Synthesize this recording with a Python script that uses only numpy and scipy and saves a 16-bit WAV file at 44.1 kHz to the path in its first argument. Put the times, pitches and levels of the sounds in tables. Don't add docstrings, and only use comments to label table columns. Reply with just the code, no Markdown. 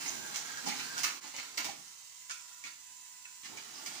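import sys
import numpy as np
from scipy import signal
from scipy.fft import rfft, irfft, next_fast_len
from scipy.io import wavfile
from scipy.ndimage import map_coordinates

SR = 44100
rng = np.random.default_rng(int(sys.argv[2]) if len(sys.argv) > 2 else 0)


def wav_out(sig):
    wavfile.write(sys.argv[1], SR, np.round(np.clip(np.atleast_2d(sig).T, -1, 1) * 32767).astype(np.int16))


N = 176400

# start_s, length_s, level_db, thud_db, treble_db
COLLISIONS = [(0.04, 0.025, -47, -6, -1), (0.059, 0.008, -45.5, -9, 8), (0.342, 0.012, -40.5, -18, 3),
              (0.364, 0.02, -49.5, -6, 15), (0.657, 0.035, -42, 2.5, 5.5), (0.682, 0.026, -44, -7, -12),
              (0.786, 0.016, -41, -7, -6.5), (0.973, 0.042, -43, -7.5, 3), (1.0335, 0.0043, -32.5, -19, 6),
              (1.041, 0.0029, -28, -16, -5), (1.058, 0.025, -44.5, -3.5, -9), (1.237, 0.033, -53, 1, -7),
              (1.339, 0.018, -48.5, -1.5, -7), (1.375, 0.024, -44.5, -6, -7),
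              (1.5742, 0.0055, -33, -10.5, -0.5), (1.586, 0.019, -42.5, -2, -7),
              (1.642, 0.021, -41.5, -2, 3), (1.683, 0.017, -48, 1.5, -4), (2.2955, 0.012, -47, -28, -3),
              (2.307, 0.0048, -43, -27, 7.5), (2.646, 0.029, -47, -11.5, -5),
              (3.251, 0.0057, -51.5, -22, 1), (3.432, 0.029, -47.5, -12.5, -1.5),
              (3.559, 0.029, -50.5, -6.5, -2), (3.8595, 0.015, -45.5, -7, 8), (3.95, 0.035, -52.5, -10, 4)]
# start_s, level_db, splinter_db
PLASTIC_SNAPS = [(.0785, -27.5, -20), (0.3591, -21.5, -4), (0.573, -32.5, -15), (0.6741, -25, -1),
                 (0.9796, -22.5, 0), (1.0333, -20.5, 4), (1.043, -21, -7), (1.3641, -27.5, -3),
                 (1.5737, -27, 6), (1.579, -24, -5), (1.6445, -25, 4), (2.2965, -29.5, -15),
                 (2.3089, -28, -20), (2.639, -32.5, -15), (3.572, -36, -8), (3.861, -32, 6)]
# start_s, length_s, pitch_hz, level_db
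RUB_SQUEAKS = [(.078, 0.017, 6400, -40.5), (.49, .02, 1600, -52), (.57, 0.028, 1610, -50),
               (0.711, 0.019, 2110, -50), (.964, 0.024, 1470, -46), (1.381, .02, 2313, -50.5),
               (1.685, 0.014, 819, -47), (2.298, .018, 1550, -50.5), (2.638, 0.014, 2394, -49),
               (3.25, 0.0077, 2566, -50), (3.572, 0.015, 2310, -50.5), (3.745, 0.05, 5070, -58),
               (3.86, 0.012, 2237, -55), (3.86, 0.029, 4870, -55), (3.96, .04, 4850, -59)]
MAT_BUMPS = [(.645, 0.029, 262, -37), (.71, 0.03, 234, -44), (1.78, 0.036, 189.3, -53.5)]
# time_s, level_db
WHIR_LEVEL = [(0.0, -46), (0.22, -48.5), (0.5, -50), (0.96, -48.5), (1.12, -52.5), (1.94, -54.5),
              (3.46, -55), (3.74, -52.5), (4.0, -50.5)]
MESH_LEVEL = [(0, -54), (.33, -58), (.66, -62), (.85, -53), (1.1, -57), (1.2, -82)]
RATTLE_LEVEL = [(0.0, -42), (0.14, -49), (0.5, -48.5), (0.96, -47), (1.18, -54), (1.57, -53), (1.8, -60),
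                (2.07, -64.5), (2.34, -71), (2.49, -59), (2.8, -71), (3.38, -76), (3.5, -57.5),
                (3.61, -54.5), (4.0, -50.5)]
ROLL_LEVEL = [(0.0, -57), (0.49, -62.5), (0.91, -60.5), (1.09, -63), (1.35, -74.5), (1.68, -61.5),
              (1.84, -85), (1.98, -100), (3.42, -90), (3.5, -58), (3.64, -72), (3.71, -64), (4.0, -63)]
# start_s, end_s, pulse_hz, level_db
MOTOR_STRAINS = [(1.798, 2.185, 326.6, -72.5), (2.11, 2.727, 330, -66), (2.733, 3.43, 332.3, -66)]
# harmonic, level_db
MOTOR_PARTIALS = [(3, -1), (6, -9.5), (8, -5.5), (22, -4)]
# start_s, end_s, pitch_hz, level_db
GEAR_WHINES = [(1.794, 2.29, 2050, -71), (2.718, 3.438, 893, -76.5), (2.72, 3.8, 2900, -76),
               (2.733, 4.5, 2000, -72.5), (2.72, 3.9, 7230, -63)]
# centre_hz, width_hz, level_db
FRAME_MODES = [(1390, 98, 1.5), (2240, 300, -6.5), (2700, 330, -4), (4500, 230, -2), (5930, 620, 4.5),
               (6585, 390, 12.5)]
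# freq_hz, level_db
PANEL_SPECTRUM = [(150, -46.5), (550, -8.5), (850, -1), (1500, 0), (2300, 6), (3200, 0.5), (4800, 0.5),
                  (7000, -32), (12000, -19)]
EDGE_SPECTRUM = [(300, -19), (2000, -10.5), (3600, -10.5), (5000, -1), (6400, -7), (8000, -6.5),
                 (11000, -16.5), (15000, -26)]
THUD_SPECTRUM = [(25, -49), (70, -17.5), (150, -4), (240, -2), (330, -6), (500, -12), (790, -2.5),
                 (1500, -26), (4000, -49.5)]
SNAP_SPECTRUM = [(300, -13), (2000, -5), (6000, 1), (9000, -9), (15000, -26)]
WHIR_SPECTRUM = [(100, -11.5), (550, -24), (1000, -19.5), (3200, -11.5), (5200, -8), (6100, -3.5),
                 (7300, -2.5), (8400, -9.5), (10500, -13.5), (15000, -15)]
RATTLE_SPECTRUM = [(300, -13), (550, -9), (850, -1), (1550, -2), (1850, -1.5), (2300, -2.5), (3200, -2),
                   (4700, 1), (7000, -9.5), (12000, -14.5)]
ROLL_SPECTRUM = [(25, -60), (60, -25.5), (120, -8.5), (240, -5), (310, -6), (420, -9), (560, -15),
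                 (850, -13.5), (2000, -34.5)]
RUMBLE_SPECTRUM = [(25, -23), (70, -2), (110, 6), (220, -6.5), (400, -9.5), (2000, -23)]
# freq_hz, t60_s
ROOM_DECAY = [(150, 0.56), (600, 0.4), (2000, 0.38), (6000, 0.32), (14000, 0.29)]
# freq_hz, gain_db
LEFT_RESPONSE = [(60, -10.5), (250, -6), (1300, 0.5), (4400, -1.5), (7000, -4), (9500, 3), (12000, -19.5),
                 (13700, -39), (15100, -11)]
RIGHT_RESPONSE = [(60, -8.5), (250, 0), (1300, 4), (4400, 3), (7000, 4.5), (9500, 2), (12000, -3),
                  (13700, -0.5), (15100, 9)]


def collisions():
    panel, edge, thud = np.zeros((3, N))
    contacts = ticks(rate_hz=1300, spread_db=3)
    for start_s, length_s, level_db, thud_db, treble_db in COLLISIONS:
        shape = gate(start_s, length_s, attack_s=0.00048, release_s=0.0039)
        burst = unit(shape * contacts) * np.sqrt(np.mean(shape ** 2)) * amp(level_db)
        panel += burst * amp(-treble_db / 2)
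        edge += burst * amp(treble_db / 2)
        thud += burst * amp(thud_db)
    edge *= rng.choice([-1, 1], N)
    clatter = colour(panel, PANEL_SPECTRUM) + colour(edge, EDGE_SPECTRUM)
    return amp(-3) * frame_ring(clatter) + amp(2) * colour(thud, THUD_SPECTRUM)


def snaps(highpass_hz=9500):
    impulses, envelope = np.zeros((2, N))
    for start_s, level_db, splinter_db in PLASTIC_SNAPS:
        impulses[round(start_s * SR)] += amp(level_db)
        envelope += amp(level_db + splinter_db) * gate(start_s, 0, attack_s=0.0003, release_s=0.0078)
    hiss = envelope * rng.standard_normal(N)
    splinters = filtered(hiss, lambda f: 1 - 1 / (1 + (f / highpass_hz) ** 8))
    return amp(11) * frame_ring(colour(impulses, SNAP_SPECTRUM)) + amp(-11) * splinters


def frame_ring(x):
    modes = lambda f: sum(amp(db) * resonance(f, hz, width_hz) for hz, width_hz, db in FRAME_MODES)
    return filtered(x, lambda f: 1 + amp(-9) * modes(f))


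def gears(mesh_hz=1576):
    teeth = unit(ticks(rate_hz=2600, spread_db=5.5) + 0.39 * rng.standard_normal(N))
    whir = colour(teeth, WHIR_SPECTRUM) * level(WHIR_LEVEL) * amp(1 + 0.36 * wobble(17))
    phase = rotation(mesh_hz * (1 + 0.06 * wobble(400)), drift=0.0099)
    return whir + np.sin(phase) * level(MESH_LEVEL) * amp(5.2 * wobble(60))


def shafts():
    contacts = colour(ticks(rate_hz=800, spread_db=4), RATTLE_SPECTRUM)
    return unit(frame_ring(contacts)) * level(RATTLE_LEVEL) * amp(0.5 + 0.92 * wobble(25.23))


def wheels():
    rumble = colour(rng.standard_normal(N), ROLL_SPECTRUM)
    return rumble * level(ROLL_LEVEL) * amp(9.5 + 1.3 * wobble(21.98))


def squeaks():
    return rough_tones(RUB_SQUEAKS, jitter=0.0508, flutter_hz=899, t60_s=0.0087)


def bumps():
    return rough_tones(MAT_BUMPS, jitter=0.086, flutter_hz=93.9, t60_s=0.1)


def stalled_motors():
    tones, rasp = np.zeros((2, N)), np.zeros(N)
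    for start_s, end_s, pulse_hz, level_db in MOTOR_STRAINS:
        phase = rotation(pulse_hz, drift=0.00316)
        effort = amp(level_db) * gate(start_s, end_s - start_s, attack_s=0.16, release_s=0.014)
        for harmonic, partial_db in MOTOR_PARTIALS:
            tones += effort * amp(partial_db + 1.9 * wobble(220)) * stereo_tone(harmonic * phase)
        rasp += effort * (1 + np.cos(phase)) ** 2 / 2
    grit = rng.standard_normal((2, N))
    brush_band = lambda f: resonance(f, centre_hz=7350, width_hz=400)
    return tones + amp(4) * filtered(rasp * grit, brush_band) / np.std(filtered(grit, brush_band))


def loaded_gears():
    out = np.zeros((2, N))
    for start_s, end_s, pitch_hz, level_db in GEAR_WHINES:
        shape = gate(start_s, end_s - start_s, attack_s=0.034, release_s=0.029)
        out += amp(level_db + 2.3 * wobble(150)) * shape * stereo_tone(rotation(pitch_hz, drift=0.00344))
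    return out


def room_rumble():
    return amp(-73.5) * colour(rng.standard_normal(N), RUMBLE_SPECTRUM)


def room_response(echoes=8, onset_s=0.0016):
    hz, t, noise = signal.stft(rng.standard_normal((2, SR // 2)), SR, nperseg=256)
    decay = amp(-60 * t / along(ROOM_DECAY, hz)[:, None])
    tail = signal.istft(noise * decay, SR, nperseg=256)[1]
    tail *= np.clip(np.arange(tail.shape[1]) / SR / onset_s, 0, 1)
    response = amp(4) * tail / np.linalg.norm(tail[0])
    for side in response:
        delays_s = rng.uniform(0.002, 0.016, echoes)
        side[(delays_s * SR).astype(int)] += amp(-11.5) * rng.choice([-1, 1], echoes)
    return response


def room(direct, send, right_lag_s=0.001):
    wet, hop = np.zeros((2, 2 * N)), N // 16
    for centre in range(0, N + hop, hop):
        a, b = max(centre - hop, 0), min(centre + hop, N)
        part = send[a:b] * np.cos(np.pi / 2 * (np.arange(a, b) - centre) / hop)
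        reflections = signal.fftconvolve(part[None], room_response(), axes=1)
        wet[:, a:a + reflections.shape[1]] += reflections
    bass_cut = lambda f: amp(along([(200, -10.5), (600, -6), (1300, -0.5)], f))
    lag = lambda f: np.exp(-2j * np.pi * f * np.array([[0], [right_lag_s]]))
    return amp(-5.5) * (filtered(direct, lag) + filtered(wet[:, :N], bass_cut))


def rough_tones(rows, jitter, flutter_hz, t60_s):
    out = np.zeros(N)
    bend = 1 + jitter * wobble(flutter_hz)
    swell = amp(3.2 * wobble(flutter_hz / 2))
    for start_s, length_s, pitch_hz, level_db in rows:
        shape = gate(start_s, length_s, attack_s=0.00068, release_s=t60_s / np.log(1000))
        out += amp(level_db) * swell * shape * np.sin(2 * np.pi * np.cumsum(pitch_hz * bend) / SR)
    return out


def stereo_tone(phase, left_lead_rad=1.2):
    return np.sin(phase + rng.uniform(0, 2 * np.pi) + np.array([[left_lead_rad], [0]]))


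def rotation(hz, drift):
    return 2 * np.pi * np.cumsum(hz * (1 + drift * wobble(30))) / SR


def ticks(rate_hz, spread_db):
    hit = rng.random(N) < rate_hz / SR
    return unit(hit * rng.choice([-1, 1], N) * amp(spread_db * np.clip(rng.standard_normal(N), -2, 2)))


def gate(start_s, length_s, attack_s, release_s):
    t = clock() - start_s
    return np.clip(t / attack_s, 0, 1) * np.exp(-np.clip((t - length_s) / release_s, 0, 20))


def resonance(f, centre_hz, width_hz):
    return 1j * f * width_hz / (centre_hz ** 2 - f * f + 1j * f * width_hz)


def colour(x, spectrum, size=2048):
    cepstrum = irfft(np.log(amp(along(spectrum, np.fft.rfftfreq(size, 1 / SR)))))
    cepstrum[1:size // 2] *= 2
    cepstrum[size // 2 + 1:] = 0
    response = irfft(np.exp(rfft(cepstrum)))
    return signal.oaconvolve(x, response / np.linalg.norm(response))[:N]


def filtered(x, response):
    size = next_fast_len(N + SR // 2, True)
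    return irfft(rfft(x, size) * response(np.fft.rfftfreq(size, 1 / SR)), size)[..., :N]


def wobble(rate_hz):
    return map_coordinates(rng.standard_normal(4096), [clock() * rate_hz], mode="wrap")


def level(rows):
    return amp(np.interp(clock(), *np.transpose(rows)))


def along(points, hz):
    knots_hz, values = np.transpose(points)
    return np.interp(np.log(hz + 1), np.log(knots_hz + 1), values)


def clock():
    return np.arange(N) / SR


def amp(db):
    return 10 ** (np.asarray(db) / 20)


def unit(x):
    return x / np.sqrt(np.mean(x ** 2) + 1e-20)


def scene():
    rubbing = squeaks()
    mix = collisions() + snaps() + gears() + shafts() + wheels() + bumps() + room_rumble()
    return room(direct=mix + amp(10.5) * rubbing, send=mix + rubbing) + stalled_motors() + loaded_gears()


def record(dry, dip_at_s=1.206, dip_width_s=0.011, top_hz=15550):
    dip = 1 - 0.85 * np.exp(-abs(clock() - dip_at_s) / dip_width_s)
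    heard = filtered(dry * dip, lambda f: amp([along(LEFT_RESPONSE, f), along(RIGHT_RESPONSE, f)]))
    return filtered(heard, lambda f: f < top_hz)


dry = scene()
out = record(dry)
wav_out(out)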